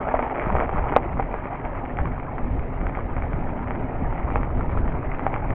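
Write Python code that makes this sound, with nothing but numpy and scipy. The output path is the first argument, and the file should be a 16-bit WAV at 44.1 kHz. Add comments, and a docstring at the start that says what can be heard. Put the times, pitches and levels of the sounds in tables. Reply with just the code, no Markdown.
"""Mountain bike on gravel

Heard from a camera in a closed case on the rider. The tyres crunch over loose stones, most of all
in the first second, and drone faintly while wind buffets the case. Stones and bike parts knock,
the case rings with each blow, and bumps thump the frame. The case wall shuts out the treble;
one hard jolt overloads the microphone."""
import sys
import numpy as np
from scipy import signal
from scipy.fft import rfft, irfft
from scipy.io import wavfile
from scipy.ndimage import uniform_filter1d

SR = 44100
rng = np.random.default_rng(int(sys.argv[2]) if len(sys.argv) > 2 else 0)


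def log_audio(samples):
    """Write samples as a 16-bit WAV file to the path given in sys.argv[1]."""
    # one column per channel
    frames = np.atleast_2d(samples).T
    # limit to full scale, then quantise
    limited = np.clip(frames, -1, 1)
    pcm = np.round(limited * 32767).astype(np.int16)
    wavfile.write(sys.argv[1], SR, pcm)


N = 244314
TIME = np.arange(N) / SR

# gravel under the tyres, loose at first, then packed: (time [s], crunch [dB], crackle [dB])
GRAVEL_BED = [(0.0, -28.5, -40.5), (0.43, -31, -38.5), (0.88, -31, -42), (1.19, -37, -43),
              (1.46, -34.5, -41.5), (2.48, -38, -45), (2.92, -37, -43), (3.95, -35.5, -43.5),
              (4.18, -34.5, -42), (4.46, -35.5, -45.5), (5.01, -37, -42.5), (5.54, -34, -40.5)]
# ring of the camera case and its mount: (pitch [Hz], level [dB], t60 [s])
CASE_RING = [(475, -20, .06), (610, -14, .04), (780, -17.5, .07), (930, -24, .035), (1160, -20, .02),
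             (1750, -33, .018), (2200, -29, .016), (2550, -29, .014)]
STONE_LOW_HZ, STONE_HIGH_HZ, STONE_RESONANCE_DB = 550, 2560, 1.5  # clack of the small stones


def amp(db):
    """Decibels to gain."""
    return 10 ** (np.asarray(db) / 20)


def unit(x):
    """Scales to rms 1."""
    return x / np.sqrt(np.mean(x ** 2) + 1e-20)


def curve(rows, column=1):
    """A table column as an envelope, joined by straight lines in time."""
    rows = np.asarray(rows)
    return np.interp(TIME, rows[:, 0], rows[:, column])


def add(mix, start_s, sound):
    """Mixes a sound in at its start time."""
    part = mix[max(round(start_s * SR), 0):][:len(sound)]
    part += sound[:len(part)]


def response(spectrum, treble_db=0, pitch_hz=1000, resonance_db=0, width_hz=240, size=4096):
    """Causal impulse response of a spectrum, with a treble shelf and one resonance."""
    hz = np.abs(np.fft.fftfreq(size, 1 / SR)) + 1
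    point_hz, point_db = np.transpose(spectrum)
    db = np.interp(np.log(hz), np.log(point_hz), point_db)
    db += treble_db * np.interp(hz, [700, 2200], [0, 1])
    db += resonance_db / (1 + (2 * (hz - pitch_hz) / width_hz) ** 2)
    db -= 40 * np.log2(np.clip(hz / point_hz[-1], 1, 2))  # roll off above the last point
    minimum_phase = np.exp(np.conj(signal.hilbert(np.log(amp(db)))))
    return np.fft.ifft(minimum_phase).real


def colour(x, spectrum):
    """Equalises x with a spectrum."""
    return signal.fftconvolve(x, response(spectrum))[:N]


def steady(x, size):
    """Rides the gain to hold rms near 1 over stretches of size samples."""
    power = uniform_filter1d(uniform_filter1d(x ** 2, size), size // 2)
    return x / np.sqrt(power + 1e-12)


def wander(hz):
    """Smooth random drift of rms 1, moving at rates up to about hz."""
    bin_hz = np.fft.rfftfreq(N, 1 / SR)
    return unit(irfft(rfft(rng.standard_normal(N)) / (1 + (bin_hz / hz) ** 4), N))


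def grains(per_s, spread_db, limit):
    """Random clicks of either sign: many small, a few large."""
    sizes = amp(spread_db * np.minimum(rng.exponential(1, N), limit))
    return unit(sizes * rng.choice([-1, 1], N) * (rng.random(N) < per_s / SR))


def pebbles(low_hz, high_hz, decay_cycles, per_s, spread_db=1.5, count=18):
    """Stones of many sizes, each size clicking at random with its own brief pitch."""
    out, t = np.zeros(N), np.arange(SR // 25) / SR
    for hz in np.geomspace(low_hz, high_hz, count):
        clack = np.sin(2 * np.pi * hz * t) * np.exp(-hz * t / decay_cycles)
        clicks = grains(per_s / count, spread_db, limit=4.8)
        out += np.sqrt(hz) * unit(signal.oaconvolve(clicks, clack)[:N])
    return unit(out)


def patchy(x, depth_db=2.1):
    """The mix of stone sizes keeps changing: narrow bands swell and fade, each on its own."""
    bands = signal.stft(x, nperseg=512, noverlap=384)[2]
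    swell = uniform_filter1d(rng.standard_normal(bands.shape), size=3, axis=0)  # smooth in pitch
    swell = uniform_filter1d(swell, size=16, axis=1)  # and in time
    return signal.istft(bands * amp(depth_db * unit(swell)), nperseg=512, noverlap=384)[1][:N]


def gravel(crunch_db=1, crackle_db=-3, clump_db=1.1, snap_share=0.82):
    """Tyres shift gravel in clumps of bursts: stones clack low, grit ticks high, both snap dryly."""
    # coarse stones grinding together: (frequency [Hz], level [dB])
    crunch_eq = [(100, -13), (280, -3.5), (480, -4.5), (600, -0.5), (740, 0.5), (950, -2), (1100, -8),
                 (1250, -6.5), (1550, -16), (2000, -40), (3000, -40)]
    # fine grit snapping: (frequency [Hz], level [dB])
    crackle_eq = [(500, -11.5), (1200, 0), (1700, 1.5), (2250, -0.5), (2480, -6.5), (2650, -12),
                  (3000, -20), (3200, -21.5), (3500, -36.5), (4000, -32.5)]
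    bed_db = curve(GRAVEL_BED)
    burst_db = np.interp(bed_db, [-36, -30], [.5, 1.9])  # loose gravel slips in deeper bursts
    clumps = amp(clump_db * wander(hz=30) + burst_db * wander(hz=130))
    snaps = np.sqrt(snap_share) * grains(per_s=2100, spread_db=3.9, limit=4)
    coarse = np.sqrt(1 - snap_share) * pebbles(276, 1742, decay_cycles=3.17, per_s=2600)
    fine = np.sqrt(1 - snap_share) * pebbles(948, 3990, decay_cycles=3.2, per_s=1300)
    crunch = steady(colour((coarse + snaps) * clumps, crunch_eq), size=4500)
    crackle = steady(colour((fine + snaps) * clumps, crackle_eq), size=4500)
    crunch *= amp(bed_db + crunch_db)
    crackle *= amp(curve(GRAVEL_BED, column=2) + crackle_db)
    return patchy(crunch + crackle)


def tyre_drone(pitch_hz=254, width_hz=26, waver=.03):
    """The road shakes one low tyre resonance: a blurred tone that wavers as the load shifts."""
    # swells on rough patches: (time [s], level [dB])
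    swells = [(0, -45), (0.17, -35.5), (0.33, -40.5), (0.7, -47.5), (1.14, -43.5), (1.45, -48),
              (1.92, -40.5), (2.16, -37), (2.28, -52), (2.48, -34.5), (2.63, -42), (3.24, -42),
              (3.58, -40.5), (3.79, -34), (4.0, -42.5), (4.46, -42), (4.9, -42), (5.21, -39), (5.54, -41.5)]
    hz = np.fft.fftfreq(N, 1 / SR)
    road = rng.standard_normal(N) + 1j * rng.standard_normal(N)
    shake = np.fft.ifft(np.fft.fft(road) / (1 + (hz / (width_hz / 2)) ** 4))
    cycles = np.cumsum(pitch_hz * (1 + waver * wander(hz=6))) / SR
    tone = (shake * np.exp(2j * np.pi * cycles)).real
    return steady(tone, size=9000) * amp(curve(swells))


def wind(flutter_db=-4, lumps_db=3, flicker_db=1):
    """Eddies push on the case: large ones make a lumpy rumble, small ones flutter above it."""
    # bed of airflow over the case: (time [s], level [dB])
    airflow = [(0, -31.5), (0.33, -37.5), (0.5, -31), (1.2, -27), (1.4, -33.5), (2.22, -32.5),
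               (2.42, -29.5), (3.3, -29), (3.55, -29), (4.3, -28), (4.95, -25.5), (5.2, -29.5),
               (5.54, -26.5)]
    # gusts on top of it: (centre [s], length [s], rumble [dB], flutter [dB])
    gusts = [(0.546, 0.2, -25, -29), (0.786, 0.083, -23, -45.5), (1.18, 0.12, -31, -35),
             (2.049, 0.3, -28, -30.5), (2.532, 0.097, -25, -39), (3.222, 0.19, -25.5, -54.5),
             (3.365, 0.28, -30, -32.5), (4.365, 0.12, -23.5, -37), (4.575, 0.074, -25.5, -30),
             (4.86, 0.17, -28.5, -38), (5.533, 0.14, -28, -30.5)]
    # large eddies: (frequency [Hz], level [dB])
    rumble_eq = [(2, -53), (11, -0.5), (25, 5.5), (50, 1), (80, -6), (120, -17), (250, -52.5)]
    # small eddies: (frequency [Hz], level [dB])
    flutter_eq = [(30, -23), (70, -4.5), (100, -1), (140, -2), (190, -8.5), (310, -10.5), (450, -15),
                  (800, -26.5), (2000, -45)]
    large, small = rng.standard_normal((2, N))
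    air_db = curve(airflow)
    rumble_power = amp(air_db + lumps_db * wander(hz=11)) ** 2
    flutter_power = amp(air_db + flutter_db + flicker_db * wander(hz=9.9)) ** 2
    for centre_s, length_s, low_db, high_db in gusts:
        arch = np.cos(np.pi * np.clip((TIME - centre_s) / length_s, -.5, .5))
        rumble_power += (amp(low_db) * arch) ** 2
        flutter_power += (amp(high_db) * arch) ** 2
    rumble = steady(colour(large, rumble_eq), size=3600) * np.sqrt(rumble_power)
    flutter = steady(colour(small, flutter_eq), size=2600) * np.sqrt(flutter_power)
    return rumble + flutter


def case_ring(landing, detune=0.025, place_db=3.5):
    """The case rings after a blow; where it lands decides which modes speak."""
    t = np.arange(SR // 8) / SR
    hz, db, t60 = np.transpose(CASE_RING)[:, :, None]
    pitch_draw, level_draw = landing[:, :, None]
    decays = amp(db + place_db * level_draw - 60 * t / t60)
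    modes = decays * np.sin(2 * np.pi * hz * (1 + detune * pitch_draw) * t)
    contact = np.hanning(24)  # the contact time softens the attack
    return np.convolve(modes.sum(0), contact / contact.sum())


def knock(peak_db, treble_db, ring_db, pitch_hz, resonance_db, landing):
    """One pitched clack, then the ring of the case; a short, hard contact has more treble."""
    # body of the clack: (frequency [Hz], level [dB])
    clack_eq = [(60, -12.5), (300, -18), (600, -10.5), (850, -2), (1200, -0.5), (1600, -7), (2250, -7.5),
                (2700, -21.5), (3300, -29), (3900, -70)]
    clack = -response(clack_eq, treble_db, pitch_hz, resonance_db)
    sound = amp(ring_db) * case_ring(landing)
    add(sound, 0, clack / np.abs(signal.hilbert(clack)).max())
    return amp(peak_db) * sound


def knocks(spray_count=4, spray_s=0.022, spray_db=-13):
    """Clacks that stand out, most from stones and rattling parts, each trailed by a fine spray."""
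    # accents: (time [s], clack peak [dB], treble [dB], case ring against the clack [dB],
    # pitch [Hz], resonance [dB]); the one at 0.896 s is a faint, brief high ping near 2.9 kHz
    accents = [(0.0312, -25, 7, -12, 2000, 0), (0.0807, -18.5, -32, -4, 700, 26.5),
               (0.0871, -20, -11, 7, 1640, 20.5), (0.1174, -18.5, -14, -6, 2250, 8),
               (0.1412, -9, -21.5, 0, 613, 21.5), (0.1534, -13, -11.5, -10, 990, 7),
               (0.1923, -8.5, -1, 5, 615, 22), (0.226, -19.5, 12, -11, 2220, 9.5),
               (0.2293, -14, -25.5, 5, 1114, 4), (0.2986, -18.5, -2, -10, 1900, 7),
               (0.3571, -16, -2, -13.5, 550, 20), (0.397, -15, 8, -11, 2250, 5),
               (0.4192, -12, -18.5, -1, 1100, -6), (0.4404, -17, -6, -6, 1800, 7.5),
               (0.4607, -18.5, -4, -8, 1300, 11), (0.4765, -21, -1, -11, 1300, 4),
               (0.4833, -24, -11, -4, 1100, 3), (0.5022, -12, -8, -12, 990, 9),
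               (0.5522, -8.5, -12, 1, 636, 10.5), (0.5658, -15, -12, -10, 1660, 9),
               (0.5847, -16.5, -4, -10, 1260, 11), (0.5942, -14.5, -13, -4, 2150, 9.5),
               (0.6022, -11.5, 4.5, 2, 1820, 4), (0.6104, -13, -9, -14, 950, 8),
               (0.693, -13.5, -9.5, -9, 1210, 3), (0.7597, -18, -20, 0, 1200, 8),
               (0.7718, -16, -10, -3, 1400, 4), (0.7808, -17.5, -7, 0, 1260, 1.5),
               (0.7935, -19, -6, -5, 950, 0), (0.896, -18.5, -13, -11, 2900, 23),
               (0.9228, -12, -15, 5, 1270, 5), (0.9386, -11.5, -22, -11, 1005, -2),
               (0.9636, 1.5, -16, 0, 595, 16), (0.9692, -3, -18, -14.5, 880, 0),
               (1.043, -22, -4, -10.5, 523, 13), (1.1708, -19.5, -19, -7, 1040, 8),
               (1.1930, -18.5, -17, -9, 930, 9), (1.1974, -13.5, 0, 7.5, 760, 12),
               (1.2266, -20.5, -5, -8, 1700, 1), (1.3413, -16, -8, 8, 2250, 9),
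               (1.4559, -25, 9, 11, 2280, 6), (1.4631, -28, -11, 1, 1100, 4),
               (1.6513, -24.5, 20, 8, 2630, 5), (1.6573, -24, -9, -8, 1210, 1),
               (1.8959, -25.5, 2, -10.5, 1780, 7), (1.971, -24.5, 22, -15, 2200, 2),
               (1.988, -14, -1, 2.5, 1570, 7.5), (2.0564, -17, 1, -9, 1090, 10),
               (2.1794, -21.5, -14, -3, 1100, 6), (2.1991, -30, 10, -2, 1900, 6),
               (2.2286, -27, -18, 0, 1280, 2), (2.3822, -17, -6, -10, 1680, 2),
               (2.5942, -28.5, 14, -15, 2100, -1), (2.8145, -21.5, -2, -6, 1210, 0),
               (2.8682, -16.5, 5.5, -7, 1550, 8), (2.9512, -21, 9, -7, 2110, 8),
               (2.9723, -19, 6, 5, 775, 19), (2.9898, -18.5, -11, 0, 1140, 11),
               (3.0069, -25, -6, -6, 1500, 6), (3.1663, -21, 3, 9, 2250, 0), (3.1813, -23, -4, -2, 1300, 1),
               (3.2226, -17.5, -5, -10, 2320, 10.5), (3.3326, -23, 12, -6, 1430, 13.5),
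               (3.5924, -22, -5, -5, 1410, -5), (3.6742, -23.5, 3.5, 3, 1900, 7),
               (3.6831, -23, 6, -5, 1890, 1), (3.7078, -21, 7, 1, 1535, 0), (4.0456, -24, -6, -5, 1200, 7),
               (4.1269, -19.5, -9, -7.5, 1400, 4), (4.1806, -21, -1, -8, 2580, 1.5),
               (4.2306, -27.5, -3, -7.5, 2140, 16), (4.2787, -24, -13.5, -14, 1010, 13),
               (4.303, -16.5, -10, -11.5, 1490, -1), (4.3137, -23, -6, -8, 1406, 4.5),
               (4.358, -8, -7, 1, 2500, 11.5), (4.3728, -27, 2, -13, 1900, 3),
               (4.4321, -15.5, -6.5, -13, 1800, 4), (4.5038, -23.5, -14, -10, 1150, 7),
               (4.5943, -21.5, -9, -5, 710, 12), (4.6093, -18, -3, -6.5, 1350, 11),
               (4.7741, -15, -19, 1, 1320, 11), (4.8787, -19, -8, -8, 1810, 9),
               (5.0298, -23.5, -5, -5, 1300, 9), (5.117, -23.5, 10, -11, 2040, 14),
               (5.1375, -23, -4, -2, 1150, 4.5), (5.1465, -25, 5, -2, 2540, 12),
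               (5.1946, -17, -6.5, -15, 1850, 8), (5.2661, -6.5, -4.5, -0.5, 710, 14),
               (5.332, -15, -27, 5, 500, 9), (5.3412, -18, 14, -2, 2340, 6),
               (5.362, -15.5, -4, 1.5, 845, 2), (5.506, -18.5, 3, -14, 1820, 7)]
    out = np.zeros(N)
    landings = rng.standard_normal((len(accents), 2, len(CASE_RING)))
    sprays = rng.random((len(accents), spray_count, 2))
    for (time_s, peak_db, *timbre), landing, spray in zip(accents, landings, sprays):
        add(out, time_s - .0003, knock(peak_db, *timbre, landing))
        small_db = min(peak_db, -11.5) + spray_db  # the spray follows the accent up to a ceiling
        for lag, height in spray:
            pitch_hz = STONE_LOW_HZ * (STONE_HIGH_HZ / STONE_LOW_HZ) ** height
            small = knock(small_db, treble_db=3.5, ring_db=-4, pitch_hz=pitch_hz,
                          resonance_db=STONE_RESONANCE_DB, landing=landing)
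            add(out, time_s + lag * spray_s, small)
    return out


def flung_stones(candidates=220, base_per_s=3, base_db=-40, doubling_db=2.5,
                 bounce_s=0.0074, bounce_db=1.5):
    """Small stones hit the bike at random and bounce once, more often and harder on loose gravel."""
    out, bed_db = np.zeros(N), curve(GRAVEL_BED)
    pitches = STONE_LOW_HZ * (STONE_HIGH_HZ / STONE_LOW_HZ) ** rng.random(candidates)
    onsets = rng.integers(0, N, candidates)
    dice = rng.random(candidates)
    delays = bounce_s * (.5 + rng.random(candidates))
    variations = rng.uniform(-0.82, 1, (candidates, 3)) * np.sqrt(3)
    landings = rng.standard_normal((candidates, 2, len(CASE_RING)))
    stones = zip(onsets, dice, delays, variations, pitches, landings)
    for onset, roll, delay_s, variation, pitch_hz, landing in stones:
        per_s = base_per_s * 2 ** ((bed_db[onset] - base_db) / doubling_db)
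        if roll < per_s * N / SR / candidates:
            above_bed_db, treble_db, ring_db = np.array([2.5, 3, 0.5]) + variation * [5, 2, -5]
            peak_db = bed_db[onset] + above_bed_db
            hit = knock(peak_db, treble_db, ring_db, pitch_hz, STONE_RESONANCE_DB, landing)
            add(out, onset / SR, hit)
            add(out, onset / SR + delay_s, -amp(bounce_db) * hit)
    return out


def thumps(attack_cycles=0.48):
    """Bumps shake the frame and the camera mount: a dull push that dies in a cycle or two."""
    # bumps in the road: (time [s], envelope peak [dB], pitch [Hz])
    bumps = [(0.468, -18, 181), (0.5205, -17, 165), (0.536, -14, 65.3), (0.591, -23, 245),
             (0.644, -26, 68.4), (0.744, -20.5, 200), (0.807, -18.5, 72), (1.183, -29, 135),
             (1.222, -31, 100), (1.998, -17, 65), (2.068, -21, 125), (2.482, -25, 224), (2.506, -17, 62.5),
             (2.828, -19.5, 238), (3.166, -25, 70), (3.34, -23.5, 150), (3.385, -20, 265),
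             (3.776, -20.5, 249), (4.021, -18.5, 207), (4.237, -14.5, 66), (4.32, -22.5, 309),
             (4.356, -17, 62), (4.401, -21.5, 213), (4.577, -16, 130), (4.824, -20, 62),
             (4.884, -24.5, 142), (5.498, -19, 61)]
    out, t = np.zeros(N), np.arange(SR // 8) / SR
    for time_s, peak_db, hz in bumps:
        age = hz * t / attack_cycles
        envelope = amp(peak_db) * age * np.exp(1 - age)
        add(out, time_s, -envelope * np.sin(2 * np.pi * hz * t))
    return out


def jolt(time_s=0.9638):
    """One hard jolt cracks through the bike, which rings on for a moment."""
    # modes of the bike that only this jolt wakes: (pitch [Hz], level [dB], t60 [s])
    bike_modes = [(255, -29, .15), (400, -18, .025), (482, -27, .2), (790, -12.5, .1), (1220, -17, .04),
                  (1405, -24, .04), (2530, -19, .012), (2950, -26, .008), (3570, -27, .006)]
    out, t = np.zeros(N), np.arange(SR // 4) / SR
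    hz, db, t60 = np.transpose(bike_modes)[:, :, None]
    modes = amp(db - 60 * t / t60) * np.sin(2 * np.pi * hz * t)
    add(out, time_s, -modes.sum(0))
    return out


def scene():
    """Gravel, impacts, tyre drone and wind, mixed in mono."""
    return (gravel() + knocks() + jolt() + flung_stones() + thumps() + tyre_drone() + wind())[None]


def low_pass(x, hz):
    """Steep low-pass without delay."""
    return signal.oaconvolve(x, signal.firwin(255, hz, window=("kaiser", 8), fs=SR), "same")


def record(dry):
    """The case wall muffles everything; the hardest jolt overloads the microphone in a bright crack."""
    wall_hz, ceiling, band_limit_hz = 3950, .71, 16000
    muffled = low_pass(dry[0], wall_hz)
    clipped = muffled / (1 + (muffled / ceiling) ** 30) ** (1 / 30)
    end_fades = signal.windows.tukey(N, .003)
    return (low_pass(clipped, band_limit_hz) * end_fades)[None]


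dry = scene()
out = record(dry)
log_audio(out)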